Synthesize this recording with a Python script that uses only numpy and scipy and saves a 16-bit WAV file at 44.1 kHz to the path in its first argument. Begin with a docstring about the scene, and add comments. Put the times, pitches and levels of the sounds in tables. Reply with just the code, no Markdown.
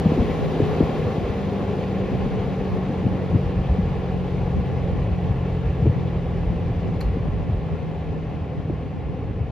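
"""In a hall, on a rug in front of a door, a metal box fan blows at a two-port microphone while slowing down:
its knob is turned down one step near the start and clicks again later. Locked harmonics of the blade rate
sink with the speed, and the rush of air, shaped noise with a door echo, darkens. The draught buffets the
ports with lumpy low noise and short gliding thumps; the clicks ring the modes of switch and case."""
import sys
import numpy as np
from scipy import signal
from scipy.fft import rfft, irfft
from scipy.io import wavfile
from scipy.ndimage import uniform_filter1d

SR = 44100
rng = np.random.default_rng(int(sys.argv[2]) if len(sys.argv) > 2 else 0)


def to_linear_factor(level_db):
    """Convert decibel levels (scalar or array-like) to linear amplitude factors."""
    exponent = np.asarray(level_db, float) / 20
    return 10 ** exponent


def dump_mix(stems):
    """Bounce the given channels to the path in sys.argv[1] as a 16-bit WAV at rate SR."""
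    frames = np.atleast_2d(stems).T  # one column per channel
    limited = np.clip(frames, -1, 1)  # hard clip at full scale
    pcm = np.round(limited * 32767).astype(np.int16)
    wavfile.write(sys.argv[1], SR, pcm)


N = 419391

# Slowing of the fan: (t/s, mean blade passes f/Hz)
BLADE_RATE = [(0, 53.5), (.8, 53.4), (1.1, 51.2), (1.4, 49.5), (1.8, 48.4), (2.2, 47.6), (3, 46.2), (4, 45),
              (5, 44), (6, 43.1), (6.95, 42.4), (7.4, 41.3), (8, 40), (8.5, 39), (9, 37.9), (9.5, 37)]
FULL_SPEED = 53.5  # blade passes per second
# Blade tones at full speed, before the hall: (multiple of the blade rate, rms level/dB)
BLADE_TONES = [(1, -46.5), (2, -32), (3, -34), (4, -30.5), (5, -43.5), (6, -45.5), (7, -40), (8, -39.5),
               (9, -45.5)]
# Hall resonances that lift or sink the passing tones: (f/Hz, level/dB)
HALL_RESONANCES = [(40, -3), (76, -1), (84, 3.5), (89, 2.5), (105, -11), (115, 4.5), (123, -10), (130, 10),
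                   (142, -1), (147, -4), (152, 1), (160, 4), (180, 3.5), (195, 3.5), (207, -9.5),
                   (214, -11), (240, -3), (272, 1.5), (280, -1.5), (290, -3), (296, -2), (308, -2),
                   (318, -6.5), (345, -14.5), (400, 0)]
# Rush of air at full speed: (f/Hz, relative level/dB, steepness/dB lost per dB of speed lost)
RUSH_COLOUR = [(25, -69.5, 14.5), (63.4, -46, 0.5), (150, -51, 1.5), (318, -49.5, 5.5), (428, -49.5, 3.5),
               (895, -61, 3), (1450, -71.5, 3.5), (1800, -71.5, 3), (2630, -73.5, 3), (3750, -79, 4.5),
               (5540, -89, 4.5), (8060, -94.5, 4.5), (10200, -100.5, 4.5), (13000, -103, 6),
               (16000, -111, 4.5)]
# The two ports: (f/Hz, lead of the right/rad, left over right level/dB, likeness 0 to 1)
PORT_RESPONSE = [(60, -.1, .5, .93), (600, 0, 1.2, .88), (1100, 0, 1.5, .75), (1600, .3, .5, .3),
                 (1680, -.03, .2, .97), (1900, -.06, .1, .98), (2600, -.5, .8, .89), (3600, -.63, 3.2, .62),
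                 (4650, -.35, 2.4, .76), (5200, .2, 2.3, .62), (5700, 1, 2.2, .62), (6700, 1.5, 2, .69),
                 (7300, 2.1, .8, .72), (8300, 3.14, 0, .9), (9800, 4.6, -.3, .55), (10800, 5.9, 0, .8),
                 (12000, 6.28, 0, .9), (13300, 6.9, 0, .6), (14000, 8.5, 0, .5), (15200, 9.42, 0, .9)]
# Slow course of the draught: (t/s, relative level/dB under 115 Hz, tilt/dB per octave above 60 Hz)
DRAUGHT_COURSE = [(0, -22, -7), (.14, -30, -7), (.22, -30, -13), (.3, -28, -9), (.5, -39, -4),
                  (.9, -38.5, -9), (1.25, -34, -10), (1.6, -37, -3), (2.05, -37.5, -1), (2.25, -28.5, -8),
                  (2.7, -35.5, -5), (3.15, -37, -1.5), (3.4, -28.5, -8.5), (3.8, -22.5, -10),
                  (4.15, -33.5, -15), (4.55, -25.5, -7.5), (5.05, -27, -10.5), (5.2, -35, -10),
                  (5.35, -24, -10), (5.6, -29.5, -17.5), (5.87, -23.5, -8.5), (6.05, -32, -7),
                  (6.5, -26, -10), (6.85, -28, -7), (7.1, -19.5, -16), (7.5, -23, -10.5),
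                  (7.9, -39.5, -8.5), (8.2, -29.5, -7), (8.55, -41.5, -3.5), (8.72, -28, -7.5),
                  (8.88, -39, -7.5), (9.1, -29, -8.5), (9.28, -30, -6), (9.42, -26, -13), (9.5, -35, -6)]
# Strongest eddies at the ports: (t/s, nominal peak level/dB, middle f/Hz, length/cycles, glide/octaves)
EDDY_THUMPS = [(0.056, -7, 173, 3.9, -1), (0.118, -10, 220, 1.96, -3), (0.176, -12.5, 266, 2.4, -1.5),
               (0.186, -13, 215, 4.4, -0.5), (0.195, -13, 79, 1.9, 1), (0.22, -12.5, 221, 3, 0.2),
               (0.236, -20, 90, 2.2, -1), (0.296, -14, 209, 2.1, -1.4), (0.6, -13, 420, 4, -.5),
               (0.601, -14, 260, 3.5, -.6), (0.618, -12, 115, 2.6, -1), (0.8045, -7, 200, 3.2, -2.6),
               (0.826, -17, 62, 1.6, -.5), (0.828, -9, 260, 1.6, -1.5), (1.058, -17.5, 100, 2.2, 0.5),
               (1.179, -13, 150, 2.1, -1), (1.296, -17, 80, 1.8, 0), (2.258, -14.5, 150, 3.5, -2),
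               (2.9, -17, 188, 3.87, -2), (3.051, -13, 130.5, 2.7, -0.6), (3.063, -10, 184.4, 2.6, -0.6),
               (3.334, -13, 140, 2, 0), (3.346, -11, 210, 1.5, -.5), (3.351, -7.5, 115, 2.7, -.2),
               (3.36, -17, 280, 2.5, 0), (3.781, -15, 171, 5.8, -1.2), (3.909, -16, 146, 3.8, 1),
               (5.055, -17, 110, 5.1, -.5), (5.297, -16, 86, 3.5, -1.5), (5.823, -10.5, 105, 2.5, -1),
               (5.844, -14, 120, 1.5, -1), (5.857, -13, 270, 2, -1), (5.866, -14, 290, 2, -.3),
               (5.871, -8.5, 112, 2.4, -.5), (5.894, -11, 105, 1.2, -.3), (7.169, -17, 198, 2.2, -2.5),
               (7.282, -18.5, 184, 2.3, -1), (7.483, -20, 112, 4.3, -1.3), (8.6975, -21, 480, 2.2, -.4),
               (8.6995, -17.5, 310, 4, -.3), (9.189, -22, 150, 1.9, -1.5), (9.4, -16, 87, 4.1, -1.5)]
# Quick ticks as the knob snaps over: (t/s, dry peak level/dB, tilt/dB per octave about 4 kHz)
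KNOB_TICKS = [(7.008, -26, 0), (7.0118, -22, -7), (7.0145, -33, 0), (7.018, -36, -2), (7.022, -35, -7),
              (7.027, -35, -9), (7.038, -48, 0), (7.046, -47, 0), (7.057, -51, -1), (7.07, -51, -1),
              (7.128, -50, -2)]
# Ringing modes of switch and case, before the tilt: (f/Hz, level/dB, t60/s)
KNOB_MODES = [(1600, -8, .01), (1900, -5, .01), (2370, -2, .01), (2750, 2, .012), (3400, -7, .006),
              (4250, 5, .012), (4560, 2, .009), (5300, -6, .005), (6000, -7, .006), (6600, -4, .008),
              (7300, -10, .005), (9300, -6, .006), (10000, -8, .005), (10750, -7, .008), (11500, -8, .006),
              (12400, -11, .004), (13700, -8, .006)]
# Silent treble bands in the sum of the two channels: (from f/Hz, to f/Hz)
SUM_SILENCES = [(7620, 8950), (14450, 20000)]
# Silent treble bands in the difference of the two channels: (from f/Hz, to f/Hz)
DIFFERENCE_SILENCES = [(11030, 13050)]


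def evened(x):
    """Scales to rms 1."""
    return x / np.sqrt(np.mean(x ** 2) + 1e-20)


def over_frequency(table, hz):
    """Columns of a table, joined on a log frequency axis."""
    f, *columns = np.transpose(table)
    return [np.interp(np.log(hz + 1), np.log(f + 1), c) for c in columns]


def over_time(table, t):
    """Columns of a curve at times t."""
    s, *columns = np.transpose(table)
    return [np.interp(t, s, c) for c in columns]


def add(mix, s, sound):
    """Mixes a sound in at second s, cut short at the end of the mix."""
    part = mix[:, round(s * SR):][:, :sound.shape[1]]
    part += sound[:, :part.shape[1]]


def noise_grid(size):
    """Times, frequencies and two fields of complex noise for short-time spectra."""
    frames = N // (size // 4) + 5
    a, b, c, d = rng.standard_normal((frames, size // 2 + 1, 4)).T
    t = np.arange(frames) * size / 4 / SR
    return t, np.fft.rfftfreq(size, 1 / SR), a + 1j * b, c + 1j * d


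def patches(shape, bins, frames):
    """A smooth random field of rms 1 over frequency and time."""
    field = rng.standard_normal(shape[::-1]).T
    field = uniform_filter1d(field, bins, 0)
    return evened(uniform_filter1d(field, frames, 1))


def sound_of(spectra):
    """Inverse short-time transform at 75 % overlap."""
    size = 2 * (spectra.shape[-2] - 1)
    return signal.istft(spectra, nperseg=size, noverlap=size * 3 // 4)[1][..., :N]


def at_ports(hz, direct, diffuse):
    """The right port hears the direct sound turned in phase, mixed with unrelated sound."""
    lead, pan_db, same = (c[:, None] for c in over_frequency(PORT_RESPONSE, hz))
    same = np.clip(same, 0, 1)
    right = same * np.exp(1j * lead) * direct + np.sqrt(1 - same ** 2) * diffuse
    return np.array([direct * to_linear_factor(pan_db / 2), right * to_linear_factor(-pan_db / 2)])


def draught():
    """Lumpy rumble common to both ports, plus smaller eddies that push the ports apart."""
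    top_hz, low_hz, low_order, lumpy_db = 450, 48, 1.1, 3.5
    gusts_db, darker_per_db = 1.6, 0.56  # a stronger gust is duller: dB per octave for each dB
    own_db, own_gusts_db, own_lumpy_db = -37, 5, 2  # eddies at single ports come and go at random
    own_hz, own_octaves = 110, 0.85
    t, hz, shared, own = noise_grid(size=2048)
    f = hz[:, None]

    level_db, tilt_db = over_time(DRAUGHT_COURSE, t)
    gust, own_gust = patches((2, len(t)), bins=1, frames=5)
    level_db = level_db + gusts_db * gust
    tilt_db = tilt_db - darker_per_db * gusts_db * gust

    octaves = np.log2(np.maximum(f, 60) / 60)
    shape = to_linear_factor(tilt_db * octaves) / np.sqrt(1 + (low_hz / (f + 1)) ** (2 * low_order))
    shape = shape / (1 + (f / top_hz) ** 4)  # eddies are slow: the treble fades away
    low_band = np.sqrt((shape[hz < 115] ** 2).sum(0))
    shape = shape / low_band * to_linear_factor(level_db)
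    shared = shared * shape * to_linear_factor(lumpy_db * patches(shared.shape, bins=6, frames=3))

    hump = np.exp(-.5 * (np.log2((f + 1) / own_hz) / own_octaves) ** 2)
    own_lumps_db = own_lumpy_db * patches(own.shape, bins=6, frames=3)
    own = own * hump / np.linalg.norm(hump) * to_linear_factor(own_db + own_gusts_db * own_gust + own_lumps_db)
    return sound_of(np.array([shared + own, shared - own]))


def thump(db, hz, cycles, glide):
    """One eddy rolling over the ports: a few gliding cycles, quick to rise and slower to fade."""
    skew, soft, pan_db = 0.61, 1.2, 2.5  # every thump leans left
    u = np.linspace(0, 1, round(np.clip(cycles, 1, 9) * SR / hz))
    turns = np.cumsum(hz * 2 ** (glide * (u - .5))) / SR
    swell = abs(np.sin(np.pi * u ** skew)) ** soft
    wave = to_linear_factor(db) * swell * np.sin(2 * np.pi * turns)
    return wave * to_linear_factor(np.array([[pan_db / 2], [-pan_db / 2]]))


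def knob():
    """Each tick is a snap and a short scrape that ring the modes of the switch and case; the hall answers."""
    crack_s, scrape = 0.0015, .15
    tail_db, tail_t60 = -8, 0.3  # t60 in seconds
    t, out = np.arange(SR // 2) / SR, np.zeros((1, N))
    for s, db, tilt_db in KNOB_TICKS:
        ring = np.zeros(len(t))
        for hz, mode_db, t60 in KNOB_MODES:
            decay = to_linear_factor(mode_db + tilt_db * np.log2(hz / 4000) - 60 * t / t60)
            ring += decay * np.sin(2 * np.pi * hz * t)
        strike = (t == 0) + scrape * rng.standard_normal(len(t)) * np.exp(-t / crack_s)
        tick = signal.oaconvolve(ring, strike)
        add(out, s, to_linear_factor(db) * tick[None] / abs(tick).max())

    tails = rng.standard_normal((len(t), 2)).T * to_linear_factor(-60 * t / tail_t60)
    tails = tails / np.linalg.norm(tails[0])
    wet, other = to_linear_factor(tail_db) * signal.oaconvolve(out, tails, axes=1)[:, :N]
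    hz = np.fft.rfftfreq(N, 1 / SR)
    spectra = at_ports(hz, rfft(out[0] + wet)[:, None], rfft(other)[:, None])
    return irfft(spectra[..., 0], N)


def rush():
    """Turbulence off blades and grille, its level falling with fan speed at a frequency-dependent rate."""
    gain_db, patchy_db, flutter_db = 15.5, .8, .5
    echo_s, echo, echo_hz = 0.003222, 0.39, 1500
    t, hz, direct, diffuse = noise_grid(size=1024)
    slowed_db = 20 * np.log10(over_time(BLADE_RATE, t)[0] / FULL_SPEED)
    colour_db, steepness = over_frequency(RUSH_COLOUR, hz)
    # the back of the fan radiates inverted and the door returns it: a comb
    reflection = echo / (1 + (hz / echo_hz) ** 4)
    comb = abs(1 - reflection * np.exp(-2j * np.pi * hz * echo_s))
    field_db = colour_db[:, None] + steepness[:, None] * slowed_db
    field_db = field_db + patchy_db * patches(direct.shape, bins=14, frames=6)
    field_db = field_db + flutter_db * patches(direct.shape, bins=200, frames=4)
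    return to_linear_factor(gain_db) * sound_of(at_ports(hz, direct, diffuse) * to_linear_factor(field_db) * comb[:, None])


def blades():
    """One pulse per blade pass, as in-step harmonics, each wavering in the turbulent inflow."""
    steepness = 2.28  # dB lost per dB of speed lost
    waver_db, jitter, pan_db = 1.0, .001, .6  # jitter as a share of the rate
    n = np.arange(N)
    rate = over_time(BLADE_RATE, n / SR)[0]
    steps, out = np.arange(0, N + 441, 441), np.zeros(N)  # one random step per 10 ms
    wander = patches((len(BLADE_TONES), len(steps)), bins=1, frames=12)
    drift = patches((1, len(steps)), bins=1, frames=8)[0]
    turns = np.cumsum(rate * (1 + jitter * np.interp(n, steps, drift))) / SR
    slowed_db = 20 * np.log10(rate / FULL_SPEED)
    for (k, db), waver in zip(BLADE_TONES, wander):
        level_db = db + steepness * slowed_db + over_frequency(HALL_RESONANCES, k * rate)[0]
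        level_db = level_db + waver_db * np.interp(n, steps, waver)
        out += np.sqrt(2) * to_linear_factor(level_db) * np.cos(2 * np.pi * k * turns)
    return out * to_linear_factor(np.array([[pan_db / 2], [-pan_db / 2]]))


def scene():
    """Draught, knob and fan together, with the thumps laid in."""
    mix = draught() + knob() + rush() + blades()
    for s, *eddy in EDDY_THUMPS:
        add(mix, s, thump(*eddy))
    return mix


def top_cut(x):
    """Nothing passes above the cut-off."""
    return signal.sosfilt(signal.butter(12, 15720, fs=SR, output="sos"), x)


def record(dry):
    """The microphone's low cut, silent bands in sum and difference, and a short closing fade."""
    cut_hz = 44
    mirrored = np.hstack([dry, dry[:, ::-1]])  # so the silent bands do not ring at the ends
    hz, (left, right) = np.fft.rfftfreq(2 * N, 1 / SR), rfft(mirrored)
    both, apart = (left + right) / 2, (left - right) / 2
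    for part, silences in ((both, SUM_SILENCES), (apart, DIFFERENCE_SILENCES)):
        for lo, hi in silences:
            part[(hz > lo) & (hz < hi)] = 0
    low_cut = 1 / np.sqrt(1 + (cut_hz / (hz + 1)) ** 8)
    paired = irfft(np.array([both + apart, both - apart]) * low_cut)[:, :N]
    finished = paired * np.minimum(np.arange(N)[::-1] / 150, 1)  # keeps the end from clicking
    return top_cut(finished)


dry = scene()
out = record(dry)
dump_mix(out)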